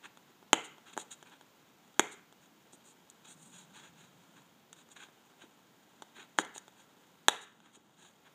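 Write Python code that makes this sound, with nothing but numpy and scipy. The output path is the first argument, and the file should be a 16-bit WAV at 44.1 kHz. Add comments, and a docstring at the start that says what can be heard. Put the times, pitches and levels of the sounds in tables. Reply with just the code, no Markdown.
"""In a quiet room, close by, fingernails pick at the tape on a small cardboard box.
A nail drags over the card by stick-slip friction, catches on the tape edge and slips off: the loaded
panel snaps, the room rings briefly, and the nail swipes back. Between the snaps come faint scratches,
ticks and soft fingertip landings, all filtered by the same resonances of the box.
Beneath them lie the creep of the holding fingers, the murmur of box and room, and a faint hiss."""
import sys
import numpy as np
from scipy import signal
from scipy.fft import rfft, irfft
from scipy.io import wavfile

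SR = 44100
rng = np.random.default_rng(int(sys.argv[2]) if len(sys.argv) > 2 else 0)


def store_pcm(level_fs):
    """Save levels as 16-bit WAV."""
    pcm = np.round(np.clip(level_fs, -1, 1) * 32767).astype(np.int16)
    wavfile.write(sys.argv[1], SR, np.atleast_2d(pcm).T)


N = 367794
TAPS = 4096
HZ = np.fft.rfftfreq(TAPS, 1 / SR)

# spectrum of the background noise (frequency [Hz], relative level [dB])
AIR_SPECTRUM = [(18, -69.5), (30, -36.5), (136, -6.5), (177, -1.5), (290, -2.5), (407, -8.5), (452, -7.5),
                (587, -9.5), (939, -11), (1280, -15.5), (1900, -16.5), (2740, -17), (7180, -26),
                (8850, -33.5), (15300, -23.5)]
# envelope of the hiss, which dips briefly (time [s], gain [dB])
HISS_ENVELOPE = [(0, 2.5), (7.27, 1), (7.419, -4), (7.848, -5), (8.34, 1.5)]
# reverberation of the room (frequency [Hz], level [dB], decay time T60 [s])
REVERB_BANDS = [(150,-9,.4), (356.7,-11.5,0.42), (595,-11.5,0.28), (850,-15,.48), (1500,-16.5,0.59),
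                (2230,-6,0.45), (2700,-13.5,0.51), (3640,-16.5,.46), (4400,-10,0.31), (5250,-17.5,0.49),
                (7000,-19,.42), (13000,-16,0.27)]
# reflections from the desk, hands and other near surfaces (delay [s], gain [ratio])
NEAR_REFLECTIONS = [(.0012, 0.19), (.0021, -0.044), (.0033, 0.14), (.0072, 0.068), (.0087, -.1),
                    (0.0115, .08)]
# resonances of the box (frequency [Hz], nominal width [Hz], relative level [dB])
BOX_MODES = [(250,120,-12.5), (409,150,-2.5), (839,270,-1), (1012,400,-6), (1362,130,-3), (1595,216,-6.5),
             (2062,210,-14), (2954,540,-12), (3293,390,-7.5), (3757,180,-6), (4373,160,-19), (6093,410,-13),
             (6850,720,-8.5), (8130,1300,-16), (9150,1887,-22.5), (12730,1500,-36.5)]
# soft landings of a fingertip (time [s], relative level [dB])
PAD_LANDINGS = [(2.737, -13.5), (5.437, -8), (6.184, -11), (6.392, 12), (6.46, -2), (7.768, -10)]
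# spectrum of a nail's rasp over fibre and tape (frequency [Hz], gain [dB])
RASP_SPECTRUM = [(200, 9.5), (500, -3.5), (850, -4.5), (1500, 0.5), (2000, -0.5), (2500, 8.5), (3200, -1.5),
                 (4050, 3.5), (5200, -5.5), (6500, -3.5), (8200, -2), (9500, -1), (11000, -6),
                 (14000, -1.5)]
# drags of a nail (time of peak speed [s], length [s], relative pressure [dB], nail gain [dB])
NAIL_STROKES = [ (0.05, 0.052, -14.5, -11), (0.887, .075, -21, -6), (.935, 0.024, -24, -1.5),
                (1.001, .06, -21.5, 9), (1.272, .055, -26, -8), (1.332, 0.073, -27, -10),
                (2.435, 0.074, -33.5, 1), (2.738, 0.041, -45, 21.5), (2.881, 0.1, -40.5, 16),
                (3.279, 0.094, -26, 2), (3.309, 0.075, -37, 18.5), (3.444, 0.22, -45.5, 19),
                (3.574, 0.15, -30, 8), (3.772, 0.094, -22, -2), (3.844, .1, -25, -4.5),
                (4.011, .16, -30.5, -1), (4.378, 0.065, -30, -6), (4.79, 0.081, -32, 4),
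                (4.917, 0.043, -36, 11.5), (4.969, 0.027, -17.5, -8), (5.018, 0.1, -21.5, -5),
                (5.42, 0.07, -25, -8.5), (6.194, 0.12, -18.5, -9.5), (6.398, 0.045, -20.5, 11.5),
                (6.795, 0.093, -33, 1), (7.66, 0.1, -31.5, -9.5), (7.748, .05, -32, 5.5),
                (8.034, 0.16, -32, 2.5), (8.266, 0.057, -27, -14)]
# nail contacts and clicks of the card (time [s], relative level [dB], flesh gain [dB], nail gain [dB])
NAIL_TICKS = [ (.173, -13.5, 6, -6), (0.4271, -23, 19.5, -6), (.782, -17, 8.5, -10), (.9671, -10, 18.5, -4),
              (1.2269, -13, 10, -1.5), (1.411, -12, 2, -9), (2.3255, -20, 11.5, 1),
              (2.7326, -23.5, 17.5, 8), (3.1, -27.5, -16, 21.5), (4.7293, -9, -5.5, 1),
              (4.889, -21.5, 11, -3), (5.0865, -21, 9, -10), (5.4196, -18, 8.5, -4),
              (6.0217, -2.5, 4.5, -7), (6.449, -15, -2, 5.5), (6.5612, -9.5, 11.5, -4), (6.5796, -5, -6, 5),
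              (6.6803, -12.5, 8.5, -5.5), (7.6027, -18, -1, -12)]
# snaps of the panel (time [s], relative level [dB], thump [dB], knock [dB], crack [dB], edge [dB],
# rebound delay [ms], rebound share [ratio], low ring [Hz], high ring [Hz], delay of the swipe back [s])
PANEL_SNAPS = [ (0.5314, 23.7, -1, 4.5, -1.5, -4, 0.28, 0.38, 362, 1600, 0.12),
               (0.9765, 8.9, -1.5, 0.5, -14, -7.5, 0.303, 0.27, 390, 803, .146),
               (1.9951, 20.1, 4.5, 3, -1.5, 1.5, .875, .05, 405.6, 2130, 0.13),
               (6.387, 15.9, 2, 10, -2.5, -6.5, 0.96, 0.14, 470, 1436, .171),
               (7.284, 22.8, -4.5, 4.5, 1.5, -1, 0.95, -0.21, 881, 1400, 0.14)]


def amp(db):
    """Amplitude ratio of a level in decibels."""
    return 10 ** (np.asarray(db) / 20)


def unit(x):
    """Normalisation to an rms of 1."""
    return x / np.sqrt(np.mean(x ** 2) + 1e-20)


def log_interp(points, hz):
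    """Interpolation of (frequency, value) points on a logarithmic frequency axis."""
    frequency, value = np.transpose(points)
    return np.interp(np.log(hz + 1), np.log(frequency + 1), value)


def add(mix, start_s, sound):
    """Superposition of a sound on the mix."""
    part = mix[max(round(start_s * SR), 0):][:len(sound)]
    part += sound[:len(part)]


def wander(n, per_s):
    """Random modulation: straight lines join per_s Gaussian values a second."""
    return np.interp(np.arange(n) * per_s / SR, np.arange(4000), rng.standard_normal(4000))


def minimum_phase(gain):
    """Minimum phase gives the most compact causal impulse response with this gain over HZ."""
    log_gain = np.log(np.maximum(np.r_[gain, gain[-2:0:-1]], gain.max() * 1e-5))
    return irfft(np.exp(np.conj(signal.hilbert(log_gain)))[:len(HZ)])


def air(hiss_corner_hz=600):
    """Spectrally shaped noise: the room's steady low murmur and the microphone's hiss."""
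    hz = np.fft.rfftfreq(N, 1 / SR)
    noise = unit(irfft(rfft(rng.standard_normal(N)) * amp(log_interp(AIR_SPECTRUM, hz)), N))
    hiss = irfft(rfft(noise) * hz / np.hypot(hz, hiss_corner_hz), N)
    murmur = noise - hiss
    hiss_db = np.interp(np.arange(N) / SR, *np.transpose(HISS_ENVELOPE))
    return amp(-66.5) * (murmur + hiss * amp(hiss_db))


def room(x, onset_s=0.014, build_s=0.018, scatter_db=-13, scatter_s=0.0062, wall_s=0.059, wall_db=3):
    """Reverberation: near reflections and scatter, then a tail in which each band decays at its own rate."""
    hz, t, noise = signal.stft(rng.standard_normal(SR) / np.sqrt(SR), SR, nperseg=256)
    bands, age = np.array(REVERB_BANDS), np.arange(SR) / SR
    level_db = log_interp(bands[:, :2], hz)[:, None]
    decay_rate = np.log(1000) / log_interp(bands[:, ::2], hz)[:, None]
    # the far walls return the lows together
    echo_db = wall_db * np.exp(-((t - wall_s) / 0.0096) ** 2) / (1 + hz[:, None] / 2000)
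    tail = noise * amp(level_db + echo_db) * np.sqrt(2 * decay_rate) * np.exp(-decay_rate * t)
    fade_in = np.clip((age - onset_s) / build_s + 0.5, 0, 1)
    response = signal.istft(tail, SR, nperseg=256)[1][:SR] * fade_in
    scatter = rng.standard_normal(SR) * np.exp(-age / scatter_s)  # off the hands
    response += amp(scatter_db) * scatter / np.linalg.norm(scatter)
    response[0] = 1  # direct sound
    for delay_s, gain in NEAR_REFLECTIONS:
        response[round(delay_s * SR)] += gain
    return signal.fftconvolve(x, response)[:N]


def hollow(rest_db=-79, shift_db=-67, band_hz=(140, 215)):
    """Cavity resonance: the hollow of the box murmurs, most while the hands shift it once."""
    murmur = signal.sosfilt(signal.butter(2, band_hz, "band", fs=SR, output="sos"), rng.standard_normal(N))
    shift_s = np.cumsum([3.11, 0.26, 0.79, 0.57])  # start, rise, hold, fall
    level_db = np.interp(np.arange(N) / SR, shift_s, [rest_db, shift_db, shift_db, rest_db])
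    return amp(level_db) * unit(murmur)


def box_gain(low_hz=45):
    """Heavily damped panel resonances add in power; so small a box radiates little bass."""
    power = sum(amp(db) ** 2 / (1 + ((HZ ** 2 - hz ** 2) / (width * (HZ + 1))) ** 2) ** 1.5
                for hz, width, db in BOX_MODES)
    return np.sqrt(power) * HZ / np.hypot(HZ, low_hz)


def touch(flesh_db, nail_db):
    """Impulse response of the box to a finger: soft flesh excites the lows, hard nail the highs."""
    tilt_db = log_interp([(500, flesh_db), (2000, 0), (7000, nail_db)], HZ)
    return minimum_phase(box_gain() * amp(tilt_db))


def friction(n, slips_per_s, spread_db, uneven_db):
    """Stick-slip friction: tiny impulses of uneven size, swelling and fading as the pressure wavers."""
    chance, size, sign = rng.random(n), rng.exponential(1, n), rng.choice([-1., 1.], n)
    slips = (chance < slips_per_s / SR) * sign * amp(spread_db * np.minimum(size, 4))
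    return unit(slips * amp(uneven_db * wander(n, per_s=160)))


def grip(level_db=-71, waver_db=2):
    """Frictional creep: the skin of the holding fingers slips softly on the card."""
    slips = friction(N, slips_per_s=4000, spread_db=2.5, uneven_db=1.5)
    creep = signal.fftconvolve(slips, touch(flesh_db=-3.5, nail_db=-2.5))[:N]
    return amp(level_db + waver_db * wander(N, per_s=3)) * unit(creep)


def pads(soft_hz=380, settle_s=0.008):
    """Soft impact: flesh settles over several milliseconds, so it excites only the low resonances."""
    out, t = np.zeros(N), np.arange(SR // 20) / SR
    dull_box = minimum_phase(box_gain() / (1 + (HZ / soft_hz) ** 3))
    for time_s, db in PAD_LANDINGS:
        press = rng.standard_normal(len(t)) * np.exp(-t / settle_s)
        add(out, time_s, amp(db) * signal.fftconvolve(press / np.linalg.norm(press), dull_box))
    return amp(8.5) * out


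def stroke(fastest_s, length_s, pressure_db, nail_db, rise_share=0.44, hiss_db=4, hiss_octaves=0.23):
    """Friction noise swells and fades with sliding speed. Returns the start time and the sound."""
    t, rise_s = np.arange(SR // 2) / SR, length_s * rise_share
    envelope = np.interp(t, [0, rise_s, length_s], [0, 1, 0]) ** 0.77
    drive = envelope * friction(len(t), slips_per_s=9500, spread_db=1.5, uneven_db=2.5) / np.sqrt(SR / 1000)
    hiss_hz = 6770 + 70 * max(nail_db, 0)  # higher as the nail stands on its edge
    peak_db = hiss_db * np.exp(-(np.log2((HZ + 1) / hiss_hz) / hiss_octaves) ** 2)
    rasp = signal.fftconvolve(drive, minimum_phase(amp(log_interp(RASP_SPECTRUM, HZ) + peak_db)))
    flesh_db = -2 - 0.55 * (pressure_db + 32.5)  # the lighter the stroke, the more flesh
    return fastest_s - rise_s, amp(pressure_db) * signal.fftconvolve(rasp, touch(flesh_db, nail_db))


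def scratches():
    """Sliding friction: the searching strokes, and a short, bright swipe back after every snap."""
    out = np.zeros(N)
    for row in NAIL_STROKES:
        add(out, *stroke(*row))
    for time_s, snap_db, *_, swipe_delay_s in PANEL_SNAPS:
        pressure_db = -20.5 - 0.42 * snap_db  # after a harder snap the finger flies further, lands lighter
        add(out, *stroke(time_s + swipe_delay_s, length_s=0.044, pressure_db=pressure_db, nail_db=11))
    return amp(2.5) * out


def crunch(fibres_db, decay_s):
    """Impulsive excitation: one blow, then a burst of yielding fibres that roughens the treble."""
    t = np.arange(SR // 100) / SR
    burst = rng.standard_normal(len(t)) * np.exp(-t / decay_s)
    fibres = signal.sosfilt(signal.butter(2, 1900, "high", fs=SR, output="sos"), burst)
    return (t == 0) + amp(fibres_db) * fibres / np.linalg.norm(fibres)


def disperse(x):
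    """Dispersion: bending waves cross the card faster at high frequency, so the lows arrive late."""
    for corner_hz in (1100, 2200, 3500, 5000):
        pole = np.exp(-2 * np.pi * corner_hz / SR)
        x = signal.lfilter([-pole, 1], [1, -pole], x)  # all-pass
    return x


def tick(db, flesh_db, nail_db):
    """A light impact excites the resonances of the box and disperses through the card."""
    return amp(db) * disperse(np.convolve(touch(flesh_db, nail_db), crunch(fibres_db=3.5, decay_s=0.0022)))


def ticks(faint_count=10):
    """Contact transients: the clear ticks, and fainter ones at random moments."""
    out = np.zeros(N)
    for time_s, *contact in NAIL_TICKS:
        add(out, time_s, tick(*contact))
    faint_times = rng.random(faint_count) * N / SR
    for time_s, (size, angle) in zip(faint_times, rng.standard_normal((faint_count, 2))):
        add(out, time_s, tick(db=-27 + 2.5 * size, flesh_db=4, nail_db=-2 + 4 * angle))
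    return amp(-5) * out


def ring(hz, t60_s, spread=0.06, count=7):
    """Damped free vibration: a cluster of close panel modes, of energy 1, builds up and dies away."""
    t = np.arange(TAPS * 2) / SR
    mode_hz = hz * (1 + spread * (np.linspace(-2, 2, count) + rng.uniform(-0.12, 0.23, count)))
    modes = np.sin(2 * np.pi * (mode_hz[:, None] * t + rng.random((count, 1)))).sum(0)
    sound = modes * (1 - np.exp(-t * hz)) * amp(-60 * t / t60_s)
    return sound / np.linalg.norm(sound)


def snaps(ring_per_thump=1.7):
    """Elastic release: the loaded panel lets go, rebounds at once and rings at pitches set by the grip."""
    out = np.zeros(N)
    for time_s, db, thump, knock, crack, edge, rebound_ms, share, low_hz, high_hz, _ in PANEL_SNAPS:
        tone_db = log_interp([(350, thump), (900, 0), (1800, knock), (3400, crack), (7000, edge)], HZ)
        rebound = abs(1 + share * np.exp(-2j * np.pi * HZ * rebound_ms / 1000))  # comb filter
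        panel = minimum_phase(box_gain() * rebound * amp(db + tone_db))
        blow = np.convolve(panel, crunch(fibres_db=-4, decay_s=0.0012))
        rings = amp(-20) * ring(low_hz, t60_s=0.11) + amp(-27) * ring(high_hz, t60_s=0.17)
        add(out, time_s, disperse(blow))
        add(out, time_s, np.linalg.norm(blow) * amp(ring_per_thump * thump) * rings)
    return amp(-0.23) * out


def scene():
    """Superposition in one channel: the picking reverberates in the room over the faint background."""
    picking = snaps() + ticks() + pads() + scratches()
    return (room(picking) + grip() + hollow() + air())[None]


def record(dry, ceiling=0.95, cutoff_hz=15450):
    """Clipping caps the peaks of the sharpest snaps; a low-pass filter then limits the bandwidth."""
    low_pass = signal.firwin(511, cutoff_hz, window=("kaiser", 9), fs=SR)
    return signal.oaconvolve(np.clip(dry, -ceiling, ceiling), low_pass[None], "same")


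dry = scene()
out = record(dry)
store_pcm(out)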